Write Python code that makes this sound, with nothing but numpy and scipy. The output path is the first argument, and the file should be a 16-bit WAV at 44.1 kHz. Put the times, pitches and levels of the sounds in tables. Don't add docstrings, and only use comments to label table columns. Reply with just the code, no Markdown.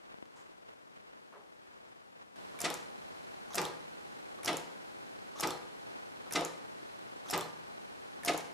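import sys
import numpy as np
from scipy import signal
from scipy.fft import rfft, irfft, next_fast_len
from scipy.io import wavfile

SR = 44100
rng = np.random.default_rng(int(sys.argv[2]) if len(sys.argv) > 2 else 0)


def master(y):
    cut = np.clip(np.atleast_2d(y).T, -1, 1)
    pcm = np.round(cut * 32767)
    wavfile.write(sys.argv[1], SR, pcm.astype(np.int16))


N = 376173
AGE = np.arange(32768) / SR
HISS_STEP_S, HISS_BEFORE_DB = 2.358, -9
LOW_CUT_HZ, CUTOFF_HZ = 40, 15400


# trip_s, end, spool_delay_s, thump_db, exhaust_db
REVERSALS = [(2.5895, "left", 0.051, -37, -31.5), (3.531, "right", 0.044, -35, -34),
             (4.4324, "left", 0.0405, -33.5, -32.5), (5.3839, "right", 0.0438, -33.5, -34.5),
             (6.3093, "left", .0412, -33, -32.5), (7.2851, "right", 0.045, -33.5, -34),
             (8.234, "left", 0.041, -33.5, -32)]
# mode_hz, t60_s, left_end_db, right_end_db
BENCH_MODES = [(161.8, 0.57, -11.5, -9.5), (181, 0.16, -5.5, -3), (236.5, 0.13, -2.5, -14),
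               (281, 0.2, -4, -6), (316.8, 0.41, -3, -2.5), (373, 0.46, -7, -3.5), (437, 0.55, -11.5, -11),
               (475, 0.36, -10.5, -7), (491, 0.51, -6.5, -3.5), (539, 0.53, -10.5, -21), (627, 0.21, 0, -7),
               (680, 0.22, 1.5, -15), (698, 0.23, 2.5, -19), (715, 0.34, -7.5, -30), (723, 0.34, -4, -9),
               (788, 0.43, -7.5, -8), (832, 0.42, -3, -2), (878, 0.17, -5.5, 0), (899, 0.66, -10, -13.5),
               (982, 0.92, -17, -15), (1059, 0.87, -20, -23), (1204, 0.32, -24, -3.5), (1220, 0.11, 5, 9.5),
               (1245, 0.12, 9, -1), (1350, 0.15, -1, -9), (1967, 0.08, 9.5, 7), (2055, 0.093, 10, 6),
               (2360, 0.11, -3, 0), (2770, 0.08, 5, -16), (3870, 0.22, -4.5, -25), (4130, 0.5, -19, -26)]
JOLTS = {"left": [(-.001, -4), (.023, 0.5), (.038, -1.5), (.07, 0), (.105, -6.5)], "right": [(-.001, 0.5),
         (.019, -2.5), (.04, 0), (.057, -2.5), (.09, -7), (.122, -6)]}
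# freq_hz, density_db
THUD = [(15, -50), (35, -31), (70, -21), (125, -18), (170, -2), (235, -10), (320, 4), (500, 2.5), (800, -2),
        (1000, -3), (1300, -0.5), (1800, -21), (4000, -13.5), (12000, -62)]
RAIL_KNOCKS = {"left": [(.02, 2.5), (.065, 5), (.093, -3)], "right": [(.016, 3), (.048, 4.5), (.082, 1.5),
               (.108, -12)]}
RAIL_RING = {"left": [(494, -1, 0.043), (627, -5, .03), (720, 0.5, 0.042), (823, -4, 0.038),
             (1000, -6, 0.033)], "right": [(620, -9, .03), (784, -4.5, .03), (903, 1, .035),
             (1218, 0.5, .03)]}

EXHAUST_COLOUR = {"left": [(500, -20), (1100, -24), (1500, -6), (2000, -4.5), (2700, -3.5), (3450, -1.5),
                  (4500, -1.5), (6200, -14), (7200, -4), (10500, -12.5), (15500, -44)],
                  "right": [(500, -27), (1100, 8), (1500, 0), (2000, 2), (2800, -2), (3700, -0.5),
                  (5200, 1), (6200, -13), (8000, 0), (10500, -17), (15500, -36)]}
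# freq_hz, t60_s
EXHAUST_T60 = [(1200, 0.084), (2500, 0.12), (5000, 0.073), (10000, 0.058)]
# rate_hz, density_db
SPUTTER = [(100, -6.0), (700, 26), (2500, -39)]
SPOOL_KNOCKS = {"left": [(.0052, -4), (.0083, 13.5), (.0115, 5), (.021, 8)], "right": [(.0076, 14.5),
                (.0088, 8), (.015, -6)]}
# freq_hz, density_db
KICK = [(15, -47), (45, -19), (100, -5.5), (300, 3.5), (900, -9), (1600, -8.5), (3000, -15.5), (9000, -54)]
# freq_hz, density_db
CLACK = [(400, -16), (1200, 4), (2300, 8), (4000, -1.5), (5600, 5.5), (8500, -7), (11000, -16),
         (15500, -29)]

PULL_IN = {"left": [(0, -33, "left switch"), (.003, -41, "left switch"), (.0133, -37.5, "coil"),
           (.015, -23.5, "left armature"), (.0232, -27, "left armature"), (.027, -23, "seat")],
           "right": [(.001, -43, "right switch"), (.0055, -42, "right switch"), (.0134, -36, "coil"),
           (.0158, -29.5, "seat"), (.0233, -22, "right armature"), (.027, -25, "seat")]}
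# start_s, end, level_db
RELEASES = [(2.7024, "left", -24), (3.6162, "right", -26.5), (4.531, "left", -28.5),
            (5.4732, "right", -25.5), (6.4095, "left", -30), (7.3777, "right", -26.5),
            (8.3361, "left", -29.5)]
# start_s, end, level_db
RETURNS = [(2.741, "left", -26), (3.6525, "right", -31), (4.5696, "left", -27), (5.5068, "right", -31.5),
           (6.4494, "left", -26.5), (7.4094, "right", -31), (8.3768, "left", -25)]
RETURN_BOUNCES = {"left": [(0, 1), (.008, -19)], "right": [(-.0009, -2.5), (.0005, -0.5)]}
PART_RING = {"left switch": [(1470, -16, 0.045), (1770, -7.5, 0.016), (2320, -12, .025), (3650, -16, 0.014),
             (10760, -18, .025)], "right switch": [(3420, -7, 0.035), (3800, -9, .03), (9950, -15, .03)],
             "coil": [(703, -6, 0.21), (878, -7, 0.052), (1250, -4.5, 0.031), (5340, -6, 0.027),
             (6170, -6, 0.03), (10570, -8, 0.033)], "left armature": [(5930, -16, 0.025),
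             (9700, -13, 0.014), (10400, -7.5, 0.0097), (12300, -10.5, .012)],
             "right armature": [(7870, -14.5, 0.018), (10400, -8, 0.011), (10950, -13, 0.0071),
             (11500, -4, 0.011), (12600, -10, 0.0098)], "seat": [(5360, -2, 0.0072), (6400, -9, 0.01),
             (7400, -5, 0.0071)], "left release": [(3570, -5, 0.0058), (5200, -7, 0.0092),
             (7200, -6, 0.0051), (9300, -5, 0.0055)], "right release": [(2190, -15, .008),
             (5600, -3, 0.0046), (7640, 2.5, 0.0045), (13800, 6, 0.0023)],
             "left return": [(6680, -4, 0.0073), (7100, -3.5, 0.0083), (10930, -7.5, 0.01)],
             "right return": [(3510, 0.5, 0.012), (4180, -20.5, 0.34), (5550, -6, 0.0088),
             (7700, -4, 0.0062), (10550, -2, 0.0083)]}
SNAP_DB = {"left switch": -14, "right switch": -4, "coil": -1, "left armature": -7, "right armature": -3,
           "seat": -4, "left release": -7, "right release": -3, "left return": -10, "right return": -8}
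# freq_hz, density_db
CRACK = [(200, 3), (900, 4), (3000, -8.5), (5500, -0.5), (9000, 2), (12500, -0.5), (15500, -13.5)]
# freq_hz, density_db
HOUSING_BUZZ = [(300, 2.0), (900, 1.5), (2500, 3.5), (4000, 2.0), (6000, 2.5), (10000, -3.0), (15000, -26)]
# rate_hz, density_db
HOUSING_RATTLE = [(40, 22.0), (300, -12), (1000, -39)]

LEVER_LEAD_S = {"left": .045, "right": .026}
LEVER_TOUCH = {"left": (-57, -50, -80), "right": (-43, -52, -55)}
# freq_hz, density_db
LEVER_TAP = [(300, -15), (900, 0), (1250, 8), (1700, -18), (6000, -23), (7200, -12), (8500, -38)]
# freq_hz, density_db
LEVER_SLIDE = [(400, -20), (1200, 5), (2500, -7), (5500, 1), (6300, 6), (7200, -10), (13000, -18)]
# freq_hz, density_db
LOOSE_FITTINGS = [(150, -32), (400, -0.5), (900, -1), (1400, -5.0), (3000, -11.5), (7000, -19), (14000, -37)]

# start_s, level_db
TICKS = [(0.1432, -47.5), (.186, -51), (0.226, -58), (0.2259, -44.5), (0.2291, -50), (.704, -58),
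         (0.737, -53)]
# freq_hz, density_db
TICK = [(15, -34), (60, -10), (200, 5), (650, 0), (1500, -11), (3000, -17), (7000, -37)]
# start_s, peak_db
THIN_CLICKS = [(.2225, -53), (.2558, -43), (.3205, -51), (.509, -50), (.704, -51), (1.348, -51),
               (1.882, -51)]
# freq_hz, density_db
THIN_CLICK = [(200, -15), (800, 4.5), (3000, -4), (5800, -9.5), (7000, -11), (14000, -30)]
# start_s, level_db, t60_s
SWISHES = [(.317, -59, 0.081), (.354, -56.5, 0.39), (.385, -65, .5), (1.72, -69, 0.3), (1.878, -63, 0.11)]
# freq_hz, density_db
SWISH = [(300, -6), (1000, 9.5), (2500, -8), (6000, -9), (7600, -2), (8600, -14), (9100, -8), (9600, -13),
         (12000, -25)]
# freq_hz, density_db
SCUFF = [(150, -34), (400, -2), (800, 3), (1300, 2), (1800, -6), (2300, -14), (4000, -23), (9000, -45)]
# freq_hz, density_db
DULL_SCUFF = [(150, -36), (380, 11), (850, 6), (1300, -5), (2500, -41)]
# rate_hz, density_db
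SCUFF_ROUGHNESS = [(30, -8), (150, 3), (600, -30)]
# middle_s, length_s, level_db
SLEEVE_MOVES = [(0.108, 0.24, -68), (0.426, 0.33, -70.5), (.7, 0.13, -70), (.96, .12, -71.5),
                (1.12, 0.4, -72.5), (1.79, 0.63, -71.5), (2.194, 0.12, -69), (5.948, 0.27, -63)]
# freq_hz, density_db
SLEEVE_MID = [(100, 1), (500, 6.5), (1200, 2), (2500, -3.5), (5000, -18), (12000, -29)]
# freq_hz, density_db
SLEEVE_SIDE = [(40, -27), (130, -2), (400, 3), (1200, 3), (3000, -8), (10000, -30), (14000, -55)]
# rate_hz, density_db
CLOTH_CATCHING = [(3, -8), (14, 0), (40, -7), (200, -70)]

# centre_hz, width_hz, level_db
WHISTLES = [(814, 12, -70.5), (1487, 36, -74.5), (4120, 160, -74.5), (9170, 350, -82)]
# freq_hz, density_db
HISS_MID = [(15, -46), (25, -14), (236, -0.5), (560, -1.5), (754, -3.5), (818, -4), (936, -5), (1440, -6),
            (2990, -11), (4140, -14), (4740, -14), (9320, -20), (12900, -24), (14400, -17), (16000, -56)]
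# freq_hz, density_db
HISS_SIDE = [(15, -57), (25, -23), (102, -12), (206, -4), (335, -2.5), (405, -2), (503, -2.5), (818, -4),
             (1560, -9.5), (4140, -22), (9840, -36.5), (11000, -39), (12500, -41), (14400, -69),
             (16000, -72)]
# rate_hz, density_db
HISS_SWAY = [(1, -7), (4, -4), (12, -28), (100, -90)]
HISS_FLUTTER = [(2, -22), (30, 3), (200, -34), (1000, -80)]
# freq_hz, density_db
ROOM_COLOUR = [(60, -5), (250, 3.5), (1000, 3.5), (4000, -1.5), (8000, -1.5), (15000, 2)]
# freq_hz, t60_s
ROOM_T60 = [(100, 0.66), (1000, 0.65), (4000, 0.46), (12000, 0.29)]
# freq_hz, left_minus_right_db
CAPSULE_BALANCE = [(150, 0.8), (1500, 0.3), (4000, 0), (7000, -0.5), (11500, 1)]


def from_db(db):
    return 10 ** (np.asarray(db) / 20)


def rms_one(x):
    return x / np.sqrt(np.mean(x ** 2) + 1e-20)


def at_hz(points, hz):
    known_hz, values = np.transpose(points)
    return np.interp(np.log(np.maximum(hz, 1)), np.log(known_hz), values)


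def add(track, s, sound):
    start = max(round(s * SR), 0)
    part = sound[..., :track.shape[1] - start]
    track[:, start:start + part.shape[-1]] += part


def noise(spectrum, size):
    padded = next_fast_len(size, True)
    gain = from_db(at_hz(spectrum, np.fft.rfftfreq(padded, 1 / SR)))
    coloured = irfft(rfft(rng.standard_normal(padded)) * gain, padded)
    return rms_one(coloured[:size])


def stereo(mid, side):
    return np.array([mid + side, mid - side])


def wide_noise(spectrum, side_db):
    return stereo(noise(spectrum, len(AGE)), from_db(side_db) * noise(spectrum, len(AGE)))


def fade(t60):
    return from_db(-60 * AGE / t60)


def swell(rise_s):
    return 1 - np.exp(-(AGE / rise_s) ** 2)


def arch(middle_s, length_s):
    position = (np.arange(N) / SR - middle_s) / length_s
    return np.cos(np.pi * np.clip(position, -.5, .5))


def die_by_band(x, t60s):
    hz, bins = np.fft.rfftfreq(len(AGE), 1 / SR), rfft(x)
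    centres = [centre for centre, t60 in t60s]
    shares = [at_hz(list(zip(centres, row)), hz) for row in np.eye(len(t60s))]
    return sum(irfft(bins * share) * fade(t60) for share, (centre, t60) in zip(shares, t60s))


def ring(hz, t60, spread):
    phase = rng.uniform(0, 2 * np.pi) + spread * rng.standard_normal() * np.array([[1], [-1]])
    out, age = np.zeros((2, len(AGE))), AGE[AGE < 2 * t60]
    out[:, :len(age)] = np.sin(2 * np.pi * hz * age + phase) * from_db(-60 * age / t60)
    return out


def cluster(hz, t60, width, spread_per_khz=0.045):
    offsets = np.linspace(-1, 1, num=3) + rng.uniform(-.45, 0.44, size=3)
    spread = spread_per_khz * hz / 1000
    modes = sum(ring(hz * (1 + width * offset), t60, spread) for offset in offsets)
    return modes / np.sqrt(len(offsets))


def snap(spectrum):
    size = len(AGE)
    cepstrum = irfft(np.log(from_db(at_hz(spectrum, np.fft.rfftfreq(size, 1 / SR)))))
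    causal = np.r_[1, np.full(size // 2 - 1, 2), 1, np.zeros(size // 2 - 1)]
    pulse = irfft(np.exp(rfft(cepstrum * causal)))
    return pulse / np.abs(pulse).max()


def crackle(spectrum, per_s, spread_db, size):
    chance, strength, sign = rng.random(size), rng.exponential(1, size), rng.choice([-1, 1], size)
    grains = (chance < per_s / SR) * sign * from_db(spread_db * np.minimum(strength, 2))
    return rms_one(signal.fftconvolve(grains, snap(spectrum))[:size])


def thumps(thud_db=-2.5, thud_t60=0.11, modes_db=-1.5, uneven_db=0.5, detune_per_khz=0.00592):
    out = np.zeros((2, N))
    for trip_s, end, spool_s, thump_db, _ in REVERSALS:
        s, column, modes = trip_s + spool_s, list(JOLTS).index(end), 0
        for hz, t60, *levels_db in BENCH_MODES:
            strength, shift = rng.standard_normal(2)
            mode_gain = from_db(levels_db[column] + uneven_db * strength)
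            mode_hz = hz * (1 + detune_per_khz * hz / 1000 * shift)
            modes = modes + mode_gain * ring(mode_hz, t60, spread=0.067)
        add(out, s, from_db(thump_db + modes_db) * modes * swell(rise_s=0.013))
        for delay, db in JOLTS[end]:
            thud = noise(THUD, len(AGE)) * fade(thud_t60) * swell(rise_s=0.00036)
            add(out, s + delay, from_db(thump_db + thud_db + db) * thud)
    return out


def rail_knocks(level_db=-2):
    out = np.zeros((2, N))
    for trip_s, end, spool_s, thump_db, _ in REVERSALS:
        for delay, db in RAIL_KNOCKS[end]:
            knock = sum(from_db(mode_db) * ring(hz, t60, spread=0.28) for hz, mode_db, t60 in RAIL_RING[end])
            knock_gain = from_db(thump_db + level_db + db)
            add(out, trip_s + spool_s + delay, knock_gain * knock * swell(rise_s=0.0015))
    return out


def exhaust(lag_s=.0008, jet_db=2.0, sputter_db=3.5, kick_db=6, stop_s=.0075, chatter_db=-1, chatter_t60=0.076):
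    out = np.zeros((2, N))
    kick, knock = snap(KICK), snap(CLACK)
    for trip_s, end, spool_s, _, exhaust_db in REVERSALS:
        s = trip_s + spool_s
        jet = die_by_band(wide_noise(EXHAUST_COLOUR[end], side_db=-7.0), EXHAUST_T60)
        sputter = from_db(sputter_db * noise(SPUTTER, len(AGE)))
        chatter = crackle(CLACK, per_s=420, spread_db=0, size=len(AGE))
        add(out, s, from_db(exhaust_db + kick_db) * kick)
        add(out, s + lag_s, from_db(exhaust_db + jet_db) * jet * sputter * swell(rise_s=0.0032))
        add(out, s + stop_s, from_db(exhaust_db + chatter_db) * chatter * fade(chatter_t60))
        for delay, db in SPOOL_KNOCKS[end]:
            add(out, s + delay, from_db(exhaust_db + db) * knock)
    return out


def switching():
    clicks = [(s + delay, db, part) for s, end, *_ in REVERSALS for delay, db, part in PULL_IN[end]]
    clicks += [(s, db, end + " release") for s, end, db in RELEASES]
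    for s, end, db in RETURNS:
        clicks += [(s + delay, db + bounce_db, end + " return") for delay, bounce_db in RETURN_BOUNCES[end]]
    return clicks


def contacts(crack_db=-9, bounce_s=0.00095, buzz_db=-24, buzz_t60=0.33, rattle_db=3, width=0.0243):
    out = np.zeros((2, N))
    bouncing = np.exp(-(AGE / bounce_s) ** 4)
    rattle = from_db(rattle_db * noise(HOUSING_RATTLE, len(AGE)))
    touch = snap(CRACK)
    for s, db, part in switching():
        tone = sum(from_db(mode_db) * cluster(hz, t60, width) for hz, mode_db, t60 in PART_RING[part])
        crack = from_db(crack_db) * wide_noise(CRACK, side_db=-6.0) * bouncing
        housing = from_db(buzz_db) * noise(HOUSING_BUZZ, len(AGE)) * rattle * fade(buzz_t60)
        click = from_db(SNAP_DB[part]) * touch + (tone + crack) * swell(rise_s=0.00023) + housing
        add(out, s, from_db(db) * click)
    return out


def levers(bump_t60=0.05, tap_s=0.0014, slide_s=0.044, let_go_s=0.0067):
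    out = np.zeros((2, N))
    for trip_s, end, *_ in REVERSALS:
        s = trip_s - LEVER_LEAD_S[end]
        tap_db, bump_db, slide_db = LEVER_TOUCH[end]
        bump = wide_noise(THUD, side_db=-14) * fade(bump_t60)
        pressing = np.interp(AGE, [0, slide_s, slide_s + let_go_s], [.5, 1, 0])
        slide = wide_noise(LEVER_SLIDE, side_db=-10) * pressing
        add(out, s, from_db(bump_db) * bump + from_db(slide_db) * slide)
        add(out, s + tap_s, from_db(tap_db) * snap(LEVER_TAP))
    return out


def rattles(level_db=-7, t60=0.47):
    out = np.zeros((2, N))
    for trip_s, _, spool_s, thump_db, _ in REVERSALS:
        grains = crackle(LOOSE_FITTINGS, per_s=170, spread_db=5.5, size=len(AGE))
        add(out, trip_s + spool_s, from_db(thump_db + level_db) * grains * fade(t60) * swell(rise_s=0.024))
    return out


def handling(tick_side_db=14, scuff_db=-52, rough_db=1.0, scuff_tail_db=-54):
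    out = np.zeros((2, N))
    tick = snap(TICK)
    for s, db in TICKS:
        add(out, s, from_db(db) * stereo(tick, from_db(tick_side_db) * tick))
    for s, db in THIN_CLICKS:
        add(out, s, from_db(db) * snap(THIN_CLICK))
    for s, db, t60 in SWISHES:
        add(out, s, from_db(db) * wide_noise(SWISH, side_db=-5) * swell(rise_s=0.01) * fade(t60))
    rough = from_db(rough_db * noise(SCUFF_ROUGHNESS, len(AGE)))
    scuff = rough * wide_noise(SCUFF, side_db=-10) * swell(rise_s=0.0083) * fade(t60=0.36)
    add(out, 1.32, from_db(scuff_db) * scuff)
    tail = wide_noise(DULL_SCUFF, side_db=-14) * swell(rise_s=0.0092) * fade(t60=0.43)
    add(out, 1.345, from_db(scuff_tail_db) * tail)
    return out


def rustles(side_db=13.0, grain_db=-5.5, uneven_db=2.5):
    grain = from_db(grain_db) * crackle(THIN_CLICK, per_s=140, spread_db=4, size=N)
    cloth = stereo(noise(SLEEVE_MID, N) + grain, from_db(side_db) * noise(SLEEVE_SIDE, N))
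    catching = from_db(uneven_db * noise(CLOTH_CATCHING, N))
    moves = sum(from_db(db) * arch(s, length_s) for s, length_s, db in SLEEVE_MOVES)
    return cloth * catching * moves


def whistles():
    out = np.zeros(N)
    for hz, width, db in WHISTLES:
        radius = np.exp(-np.pi * width / SR)
        poles = [1, -2 * radius * np.cos(2 * np.pi * hz / SR), radius * radius]
        out += from_db(db) * rms_one(signal.lfilter([1, 0, -1], poles, rng.standard_normal(N)))
    return out * (np.arange(N) / SR > HISS_STEP_S)


def hiss(mid_db=-58, side_db=-47.0, sway_db=0.03, flutter_db=1.4, top_hz=12700):
    t = np.arange(N) / SR
    waver_db = sway_db * noise(HISS_SWAY, N) + flutter_db * noise(HISS_FLUTTER, N)
    mid = from_db(mid_db) * noise(HISS_MID, N)
    side = from_db(side_db + waver_db) * noise(HISS_SIDE, N)
    both = signal.sosfilt(signal.butter(10, top_hz, fs=SR, output="sos"), stereo(mid, side))
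    before = from_db(HISS_BEFORE_DB + np.array([[.9], [-.9]]))
    return both * np.where(t < HISS_STEP_S, before, 1)


def room(x, early_db=-6, tail_db=-4):
    source = x.mean(axis=0, keepdims=True) / np.sqrt(len(AGE))
    tail = die_by_band(wide_noise(ROOM_COLOUR, side_db=-3.0), ROOM_T60) * swell(rise_s=0.0056)
    out = signal.fftconvolve(source, from_db(tail_db) * rms_one(tail), axes=1)[:, :N]
    for trip_s, end, *_ in REVERSALS:
        s = trip_s - LEVER_LEAD_S[end]
        stroke = source[:, round(s * SR):][:, :len(AGE)]
        early = wide_noise(ROOM_COLOUR, side_db=-23.0) * swell(rise_s=0.0034) * fade(t60=0.052)
        add(out, s, signal.fftconvolve(stroke, from_db(early_db) * rms_one(early), axes=1))
    return out


def scene(bench_wet_db=-11, click_wet_db=-4):
    clicks, air, bench = contacts(), exhaust() + levers(), thumps() + rail_knocks()
    reflections = room(from_db(click_wet_db) * clicks + air + from_db(bench_wet_db) * bench)
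    rig = clicks + air + bench + reflections + rattles()
    return rig + handling() + rustles() + whistles() + hiss()


def record(dry):
    size = next_fast_len(N, True)
    left_minus_right_db = at_hz(CAPSULE_BALANCE, np.fft.rfftfreq(size, 1 / SR))
    balance = from_db(np.array([[.5], [-.5]]) * left_minus_right_db)
    heard = irfft(rfft(dry, size) * balance, size)[:, :N]
    lean = signal.sosfilt(signal.butter(2, LOW_CUT_HZ, "high", fs=SR, output="sos"), heard)
    return signal.sosfilt(signal.ellip(10, .2, 80, CUTOFF_HZ, fs=SR, output="sos"), lean)


dry = scene()
out = record(dry)
master(out)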